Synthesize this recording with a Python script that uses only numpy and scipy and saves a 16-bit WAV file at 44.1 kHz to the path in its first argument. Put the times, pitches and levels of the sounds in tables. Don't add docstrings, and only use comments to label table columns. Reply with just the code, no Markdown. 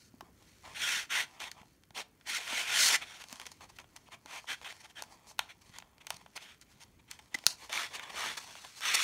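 import sys
import numpy as np
from scipy import signal
from scipy.fft import rfft, irfft, next_fast_len
from scipy.io import wavfile
from scipy.ndimage import uniform_filter1d, map_coordinates

SR = 44100
rng = np.random.default_rng(int(sys.argv[2]) if len(sys.argv) > 2 else 0)


def persist_wave(psi):
    counts = np.round(np.clip(psi, -1, 1) * 32767).astype(np.int16)
    wavfile.write(sys.argv[1], SR, np.atleast_2d(counts).T)


N = 398223
NOISE_TOP_HZ = 15750
CHATTER_S = 0.023


def amp(db):
    return 10 ** (np.asarray(db) / 20)


def unit(x):
    return x / np.sqrt(np.mean(np.abs(x) ** 2) + 1e-20)


def along(points, hz):
    pitches, values = np.transpose(points)
    return np.interp(np.log(hz + 1), np.log(pitches + 1), values)


def wobble(rate):
    return map_coordinates(rng.standard_normal(int(N * rate / SR) + 4), [np.arange(N) * rate / SR])


def filtered(x, response):
    size = next_fast_len(x.shape[-1] + 4096)
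    return irfft(rfft(x, size) * response(np.fft.rfftfreq(size, 1 / SR)), size)[..., :x.shape[-1]]


def above(hz, edge_hz):
    return (1j * hz / (edge_hz + 1j * hz)) ** 3


def ringing(table, scatter_db=0):
    gains = amp(scatter_db * rng.standard_normal(len(table)))
    return lambda hz: sum(
        (-1) ** k * gain * amp(db) * 1j * hz * width / (pitch ** 2 - hz ** 2 + 1j * hz * width)
        for k, (gain, (pitch, width, db)) in enumerate(zip(gains, table)))


def patchy(x, depth_db, bands, frames):
    spectrum = signal.stft(x, nperseg=256)[2]
    patches = uniform_filter1d(rng.standard_normal(spectrum.shape), bands, axis=0)
    patches = uniform_filter1d(patches, frames, axis=1)
    patches -= uniform_filter1d(patches, 8 * bands, axis=0)
    return signal.istft(spectrum * amp(depth_db * unit(patches)), nperseg=256)[1][:len(x)]


def grains(per_second, spread_db):
    hit = rng.random(N) < per_second / SR
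    return hit * rng.standard_normal(N) * amp(spread_db * np.minimum(rng.exponential(size=N), 4))


def chatter(t, fade_s):
    fade_db = -60 * t / max(fade_s, .002)
    burst = rng.standard_normal(len(t)) * amp(fade_db)
    burst[0] = 6
    spectrum = rfft(burst, 2 * len(t))
    evened = irfft(spectrum / np.abs(spectrum) ** .9)[:len(t)]
    return evened * amp(fade_db / 2)


# time_s, level_db, floor_db, edge_db
RESTING_HAND = [(0, -84, -7, 5), (0.3, -80, 2, 1), (0.62, -68, -11, 2.5), (1.35, -70, 3, 0),
                (1.9, -85, -7, 3), (2.2, -78.5, -3, 0.5), (3.3, -72, -1, 6), (3.75, -73.5, -5, -1),
                (4.2, -79.5, 5, 5), (4.6, -70, -5, 3), (5.2, -73, 5, -1), (5.6, -80.5, 1, 2.5),
                (6.0, -74, 5.5, -4.5), (6.3, -74.5, -7, 0.5), (6.7, -75, -4.5, -1.5), (7.2, -77.5, 2, 2),
                (7.6, -66, -5, 4.5), (8.75, -61.5, -11, 3), (9.03, -52.5, -10, 21)]
# time_s, level_db, floor_db, edge_db
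LONG_PUSH = [(2.24, -80, -4, -8), (2.27, -46.5, -11.5, -2.5), (2.3, -36.5, -15, -2),
             (2.315, -39.5, -14, -3), (2.369, -34.5, -18, -3), (2.39, -43.5, -6, -3), (2.455, -45, -14, -4),
             (2.514, -36.5, -10, -5.5), (2.59, -35, -14, -3), (2.665, -40.5, -12, -5),
             (2.685, -35, -14, -6), (2.77, -31, -16, -1), (2.81, -28, -15, 3), (2.885, -27.5, -16.5, 3.5),
             (2.905, -28, -11.5, -1.5), (2.962, -30.5, -13, -1.5), (2.978, -55, -14, -10)]
# fastest_s, rise_s, fall_s, level_db, floor_db, edge_db
SHORT_STROKES = [(0.0, .02, 0.13, -70.5, -12, 6.5), (0.26, .04, 0.068, -81, 14, 2),
                 (0.662, 0.034, 0.12, -56, 3, -3.5), (0.77, 0.033, 0.027, -41.5, -15, -7),
                 (0.877, 0.12, 0.2, -33.5, -16.5, -4), (1.125, 0.036, .04, -33, -17, -8),
                 (1.179, 0.088, 0.086, -32, -11.5, -5.5), (1.36, 0.036, 0.09, -64.5, 1, -14),
                 (1.414, 0.024, 0.084, -42.5, -8.5, -5.5), (1.475, 0.021, 0.033, -48.5, -6, -6),
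                 (1.58, 0.042, 0.072, -63.5, 4.5, -7), (1.99, 0.053, 0.051, -39.5, -7, -5),
                 (3.026, .024, 0.027, -41.5, -11, -10), (3.1, 0.077, 0.18, -52.5, -8.5, -4),
                 (3.212, .02, 0.026, -48, -7, -3.5), (3.324, 0.035, 0.075, -58, 0.5, -1),
                 (3.421, .038, 0.037, -58.5, 4.5, -2), (3.469, .018, 0.013, -54.5, 5, 3.5),
                 (3.522, .014, 0.011, -64.5, 2, 11), (3.63, 0.037, 0.045, -57.5, 2, -2.5),
                 (3.7, .016, 0.013, -58.5, 0, 2), (3.765, 0.0096, 0.018, -64, -6, 3),
                 (3.799, .02, 0.029, -60, 5.5, -6), (3.969, 0.017, 0.012, -57.5, -1, 1),
                 (4.074, .02, .02, -64, -5, -9), (4.133, .032, .032, -51, -3.5, -5.5),
                 (4.37, 0.12, 0.049, -46.5, -5.5, -4), (4.509, 0.046, 0.059, -35.5, -12, -8),
                 (4.656, 0.018, 0.055, -42, -9, -9), (4.63, .02, 0.014, -56, 2.5, -2),
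                 (4.711, .04, 0.022, -48, -7, -4.5), (4.812, 0.02, 0.016, -59, -6, 1.5),
                 (4.853, 0.028, 0.016, -52.5, -5.5, -5), (4.905, 0.024, 0.016, -59, -6, -3),
                 (4.99, .045, 0.043, -47.5, -8, -7.5), (5.127, 0.037, 0.042, -72, 11.5, 10),
                 (5.293, 0.032, 0.048, -65, 1, 10.5), (5.42, .03, .08, -69, -6, 2.5),
                 (5.507, 0.029, 0.028, -50, -10.5, -9.5), (5.62, .012, 0.0098, -65, -14, 3),
                 (5.68, 0.054, 0.063, -68, -4.5, 1), (5.765, 0.059, .04, -54.5, -6.5, -5.5),
                 (6.016, .018, 0.014, -56, -11, -9), (6.13, 0.033, 0.052, -57, -3, -2),
                 (6.167, .008, 0.0087, -56, -14, 4.5), (6.214, 0.0086, 0.0094, -60.5, 4.5, -8),
                 (6.367, 0.016, 0.0114, -44, -3.5, 0), (6.433, 0.032, 0.023, -52, -6.5, -3),
                 (6.48, .14, 0.098, -56.5, -11, -7), (6.621, 0.014, 0.014, -62, -17, 2.5),
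                 (6.715, 0.05, 0.044, -68, -5, 1), (6.824, 0.036, 0.027, -57, -8, 0),
                 (7.09, 0.018, .02, -62, -12, -10), (7.112, 0.026, 0.079, -58.5, -6, -2),
                 (7.0, 0.015, 0.014, -65, -6.5, -8), (7.196, 0.0093, 0.009, -55.5, -2.5, -6),
                 (7.348, .005, 0.0094, -39, -5, 3), (7.365, 0.073, 0.036, -58.5, -3, -6),
                 (7.488, 0.041, 0.076, -56, -2, 9.5), (7.642, 0.066, 0.04, -54, -1, -3.5),
                 (7.704, 0.017, 0.012, -46.5, -2, -7), (7.74, 0.039, 0.17, -36.5, -10, -4.5),
                 (7.92, 0.023, 0.021, -53.5, 2, -6), (7.952, 0.03, .033, -42, -7, -2.5),
                 (8.02, 0.13, 0.21, -52, -2, -20), (8.033, 0.016, 0.015, -45, -5, -6),
                 (8.104, 0.016, 0.0095, -46, -4, -7.5), (8.145, 0.019, .025, -49.5, -1.5, -10),
                 (8.207, 0.083, 0.18, -37.5, -7.5, -5.5), (8.376, .01, 0.023, -40, -7, -0.5),
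                 (8.425, 0.053, .04, -55, -3.5, 1), (8.49, 0.038, 0.074, -57, -1, -19),
                 (8.58, .03, 0.035, -55.5, -8, -7), (8.68, 0.089, 0.06, -62, -12, -18),
                 (8.651, 0.022, 0.023, -58, 7, 2), (8.78, 0.034, 0.028, -53.5, -7.5, 4),
                 (8.879, 0.082, 0.55, -32.5, -16, -6.5), (8.95, .011, 0.012, -27, -10, 4.5)]
def rubbing_strengths():
    t = np.arange(N) / SR
    power = np.zeros((3, N))
    for curve, waver_db in ((RESTING_HAND, 3 * wobble(14)), (LONG_PUSH, 0.89 * wobble(24.92))):
        times, *columns = np.transpose(curve)
        level_db, floor_db, edge_db = [np.interp(t, times, column) for column in columns]
        active = (t >= times[0]) & (t <= times[-1])
        power += amp(waver_db + [level_db + floor_db, level_db, level_db + edge_db]) ** 2 * active
    for fastest_s, rise_s, fall_s, level_db, floor_db, edge_db in SHORT_STROKES:
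        span = slice(max(round((fastest_s - rise_s) * SR), 0), round((fastest_s + fall_s) * SR))
        slope_s = np.where(t[span] < fastest_s, rise_s, fall_s)
        flatness = 1 + slope_s / 0.3
        from_peak = np.clip(np.abs(t[span] - fastest_s) / slope_s, 0, 1) ** flatness
        peaks = amp([[level_db + floor_db], [level_db], [level_db + edge_db]])
        power[:, span] += (peaks * np.cos(np.pi / 2 * from_peak) ** 2) ** 2
    return np.sqrt(power)


# pitch_hz, width_hz, level_db
FLOOR_RINGS = [(392, 480, -11), (698, 347, -1.5), (990, 354, -0.5)]
HELD_CASE_RINGS = [(1410, 164, 4.46), (1930, 720, 3.8), (2575, 724, 4.2), (3160, 250, 5.84),
                   (3550, 406, 1.2)]
FREE_CASE_RINGS = [(1246, 190, -1.5), (1554, 830, -5), (2230, 770, -2.5), (2940, 560, -5.5),
                   (3470, 310, -4)]
EDGE_RINGS = [(4360, 590, 3.5), (5450, 400, 3.5), (6220, 870, 2.5), (8680, 2540, -1.5), (9265, 880, 2),
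              (11730, 1300, -15), (14270, 2200, -14)]
def rubbing(let_go_s=7.6):
    floor_gain, case_gain, edge_gain = rubbing_strengths()
    grit = unit(rng.standard_normal(N)) + 0.5 * unit(grains(2500, spread_db=2.5))
    grit = patchy(grit * amp(1.1 * wobble(180)), depth_db=1.9, bands=2, frames=12)
    grit = patchy(grit, depth_db=0.75, bands=4, frames=50)
    lightness = np.clip(amp(-63) / case_gain, 0, 1)
    crackle = 0.57 * lightness * unit(grains(110, spread_db=1.0))
    grit = filtered(grit + crackle, lambda hz: hz < NOISE_TOP_HZ)
    floor, held, free, edge = [unit(filtered(grit, ringing(part)))
                               for part in (FLOOR_RINGS, HELD_CASE_RINGS, FREE_CASE_RINGS, EDGE_RINGS)]
    case = np.where(np.arange(N) < let_go_s * SR, held, free)
    return floor_gain * floor - case_gain * case + edge_gain * edge


# pitch_hz, fade_s
ECHO_FADES = [(300, 0.59), (1500, 0.22), (5000, 0.2), (14000, 0.12)]
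def room_echo(x):
    hz, t, spectrum = signal.stft(rng.standard_normal(SR // 3), SR, nperseg=256)
    fade = amp(-60 * t / along(ECHO_FADES, hz)[:, None])
    tail = signal.istft(spectrum * fade, SR, nperseg=256)[1]
    delayed = np.pad(x, (200, 0))
    return signal.fftconvolve(delayed, tail / np.linalg.norm(tail))[:N]


# pitch_hz, relative_db
AIR_TONE = [(21, -40.5), (36, 0), (70, 5), (268, -1), (532, -10), (840, -21), (1360, -15.5), (2210, -20),
            (4850, -32.5), (6090, -26), (15600, -26.5)]
def air():
    noise = unit(filtered(rng.standard_normal(N),
                          lambda hz: amp(along(AIR_TONE, hz)) * (hz < NOISE_TOP_HZ)))
    rumble = filtered(noise, lambda hz: 1 / (1 + (hz / 400) ** 2))
    hiss = noise - rumble
    swell = amp(1.3 * (wobble(4) + wobble(19) - 1))
    return amp(-67 + 0.95 * wobble(2.7)) * (hiss + swell * rumble)


def ticking(gap_s=.033354, steady_from_s=5.2817, steady_to_s=7.4):
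    end_s = N / SR
    uneven = np.cumsum(gap_s * (1 + .2 * rng.standard_normal(int(end_s / gap_s))))
    uneven = uneven[((uneven < steady_from_s) | (uneven > steady_to_s)) & (uneven < end_s - gap_s)]
    times = np.append(uneven, np.arange(steady_from_s, steady_to_s, gap_s))
    pulses = np.zeros(N)
    pulses[np.round(times * SR).astype(int)] = amp(-47 + 1.5 * rng.standard_normal(len(times)))
    return filtered(pulses, lambda hz: above(hz, edge_hz=5500) * (hz < NOISE_TOP_HZ))


# start_s, level_db, pitch_hz
FLOOR_BUMPS = [(0.14, -43.5, 256), (0.226, -44.5, 326), (0.966, -48.5, 200), (1.613, -47, 164),
               (1.907, -50, 147), (2.528, -40, 278), (3.326, -43, 241), (4.253, -49, 293),
               (5.696, -48, 145), (6.141, -47.5, 137), (7.349, -37.5, 298), (7.468, -43, 148)]
def bumps():
    out, t = np.zeros(N + SR), np.arange(SR // 10) / SR
    swell = t / 0.0038 * np.exp(1 - t / 0.0025)
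    for start_s, level_db, pitch_hz in FLOOR_BUMPS:
        note = swell * np.sin(2 * np.pi * pitch_hz * t)
        knock = filtered(chatter(t, CHATTER_S), ringing(FLOOR_RINGS, scatter_db=3))
        knock /= np.abs(knock).max()
        out[round(start_s * SR):][:len(t)] += amp(level_db) * (note + amp(-13.5) * knock)
    return out[:N]


# start_s, level_db, floor_db, edge_db
CASE_CLICKS = [(0.207, -32.5, 14, -2), (0.418, -52.5, 10, -5), (0.651, -40, 0, -9), (0.675, -38, 10, -14),
               (1.401, -31, -5, -5), (1.514, -29.5, -19, 3.5), (1.615, -43.5, -7, -9), (1.63, -46, 14, -8),
               (1.834, -49.5, -9, -2), (1.905, -43.5, 1, -3), (1.948, -45, -10, 6), (2.209, -50.5, -14, -7),
               (3.238, -35, -4, -1.5), (3.284, -38.5, -11, 9), (3.295, -41, -8, 0), (3.305, -43, -10, 2),
               (3.314, -43, -10, 0), (3.326, -28.5, -1, 5), (3.356, -37, -9, -1), (3.377, -50, -2, 0),
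               (3.397, -29.5, -6, -3.5), (3.406, -42, -5, -6), (3.414, -32.5, -13, -2),
               (3.454, -37, -13, -7), (3.465, -32, -19, -2), (3.607, -41, 7, -8), (3.785, -34, -19, -10),
               (3.799, -40.5, -17, 1), (3.841, -45, 3, -14), (3.962, -36.5, 1, 5.5), (4.085, -44.5, 14, -4),
               (4.258, -34.5, 5, 1), (4.441, -43, 22, -5), (4.613, -35.5, 0, -12), (4.645, -32, -13, -11),
               (4.723, -35.5, -4, -3), (5.021, -24.5, 7.5, 10), (5.035, -40.5, -3, -2), (5.31, -45, 5, -2),
               (5.382, -44, -18, -3), (5.3905, -14.5, -4.5, -4.5), (5.784, -30.5, 0.5, 6),
               (5.8, -43, -14, -16), (5.822, -39.5, -2, -23), (5.98, -45.5, -3, -2),
               (6.067, -28.5, -8, -0.5), (6.096, -46, -8, 13), (6.103, -20.5, -1.5, -0.5),
               (6.142, -40, -14, 5), (6.166, -39, -10, 8), (6.26, -41.5, 3.5, -13), (6.374, -30, -9, -12),
               (6.612, -41, -14, 11), (6.834, -43, -3, 7), (7.111, -30, -26, 3.5), (7.189, -41, -18, -4.5),
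               (7.342, -30, -9, 2), (7.386, -36, -7, -2), (7.438, -38, -2, -9), (7.4644, -1, -12, 11.5),
               (7.694, -35, -3, -3), (7.727, -24.5, -16, -2), (7.994, -28, -12, -11),
               (8.552, -34.5, 1.5, -15), (8.646, -36, -13, -11), (8.806, -33, -1, 2)]
def clicks():
    out, t = np.zeros(N + SR), np.arange(SR // 10) / SR
    for start_s, level_db, floor_db, edge_db in CASE_CLICKS:
        fade_s = CHATTER_S * amp(1.5 * rng.standard_normal())
        slow, quick = chatter(t, fade_s), chatter(t, .65 * fade_s)
        floor = unit(filtered(slow, ringing(FLOOR_RINGS[1:], scatter_db=1.5)))
        case = unit(filtered(slow, ringing(HELD_CASE_RINGS, scatter_db=1.5)))
        edge = unit(filtered(quick, ringing(EDGE_RINGS, scatter_db=1.5)))
        crack = unit(filtered(quick, lambda hz: above(hz, edge_hz=11000)))
        click = amp(floor_db) * floor - case + amp(edge_db) * (edge + amp(-15) * crack)
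        out[round((start_s + .0014) * SR):][:len(t)] += amp(level_db) * click / np.abs(click).max()
    return filtered(out[:N], lambda hz: above(hz, edge_hz=220))


def creak(start_s=1.572, length_s=.045, slips_per_second=115):
    elapsed_s = np.arange(0, length_s, 1 / slips_per_second)
    time_jitter, level_jitter = rng.standard_normal((len(elapsed_s), 2)).T
    when = np.round((start_s + elapsed_s + 0.0012 * time_jitter) * SR).astype(int)
    slips = np.zeros(N)
    slips[when] = amp(-46 + 4 * elapsed_s / length_s + 1.5 * level_jitter)
    return filtered(slips, lambda hz: amp(9) * ringing(FLOOR_RINGS[1:])(hz) + ringing(EDGE_RINGS)(hz))


# start_s, level_db, pitch_hz, length_s
EDGE_SQUEAKS = [(7.344, -28, 2000, 0.0044), (7.346, -29, 2026, 0.011), (7.7754, -23, 2320, 0.00326)]
def squeaks():
    out, t = np.zeros(N + SR), np.arange(SR // 20) / SR
    for start_s, level_db, pitch_hz, length_s in EDGE_SQUEAKS:
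        swell = np.sin(np.pi * np.clip(t / length_s, 0, 1)) ** 0.65
        out[round(start_s * SR):][:len(t)] += amp(level_db) * swell * np.sin(2 * np.pi * pitch_hz * t)
    return out[:N]


def scene():
    handling = rubbing() + clicks() + creak() + bumps()
    return (handling + amp(-16) * room_echo(handling) + squeaks() + ticking() + air())[None]


def record(dry):
    return filtered(dry, lambda hz: hz < 16800)


dry = scene()
out = record(dry)
persist_wave(out)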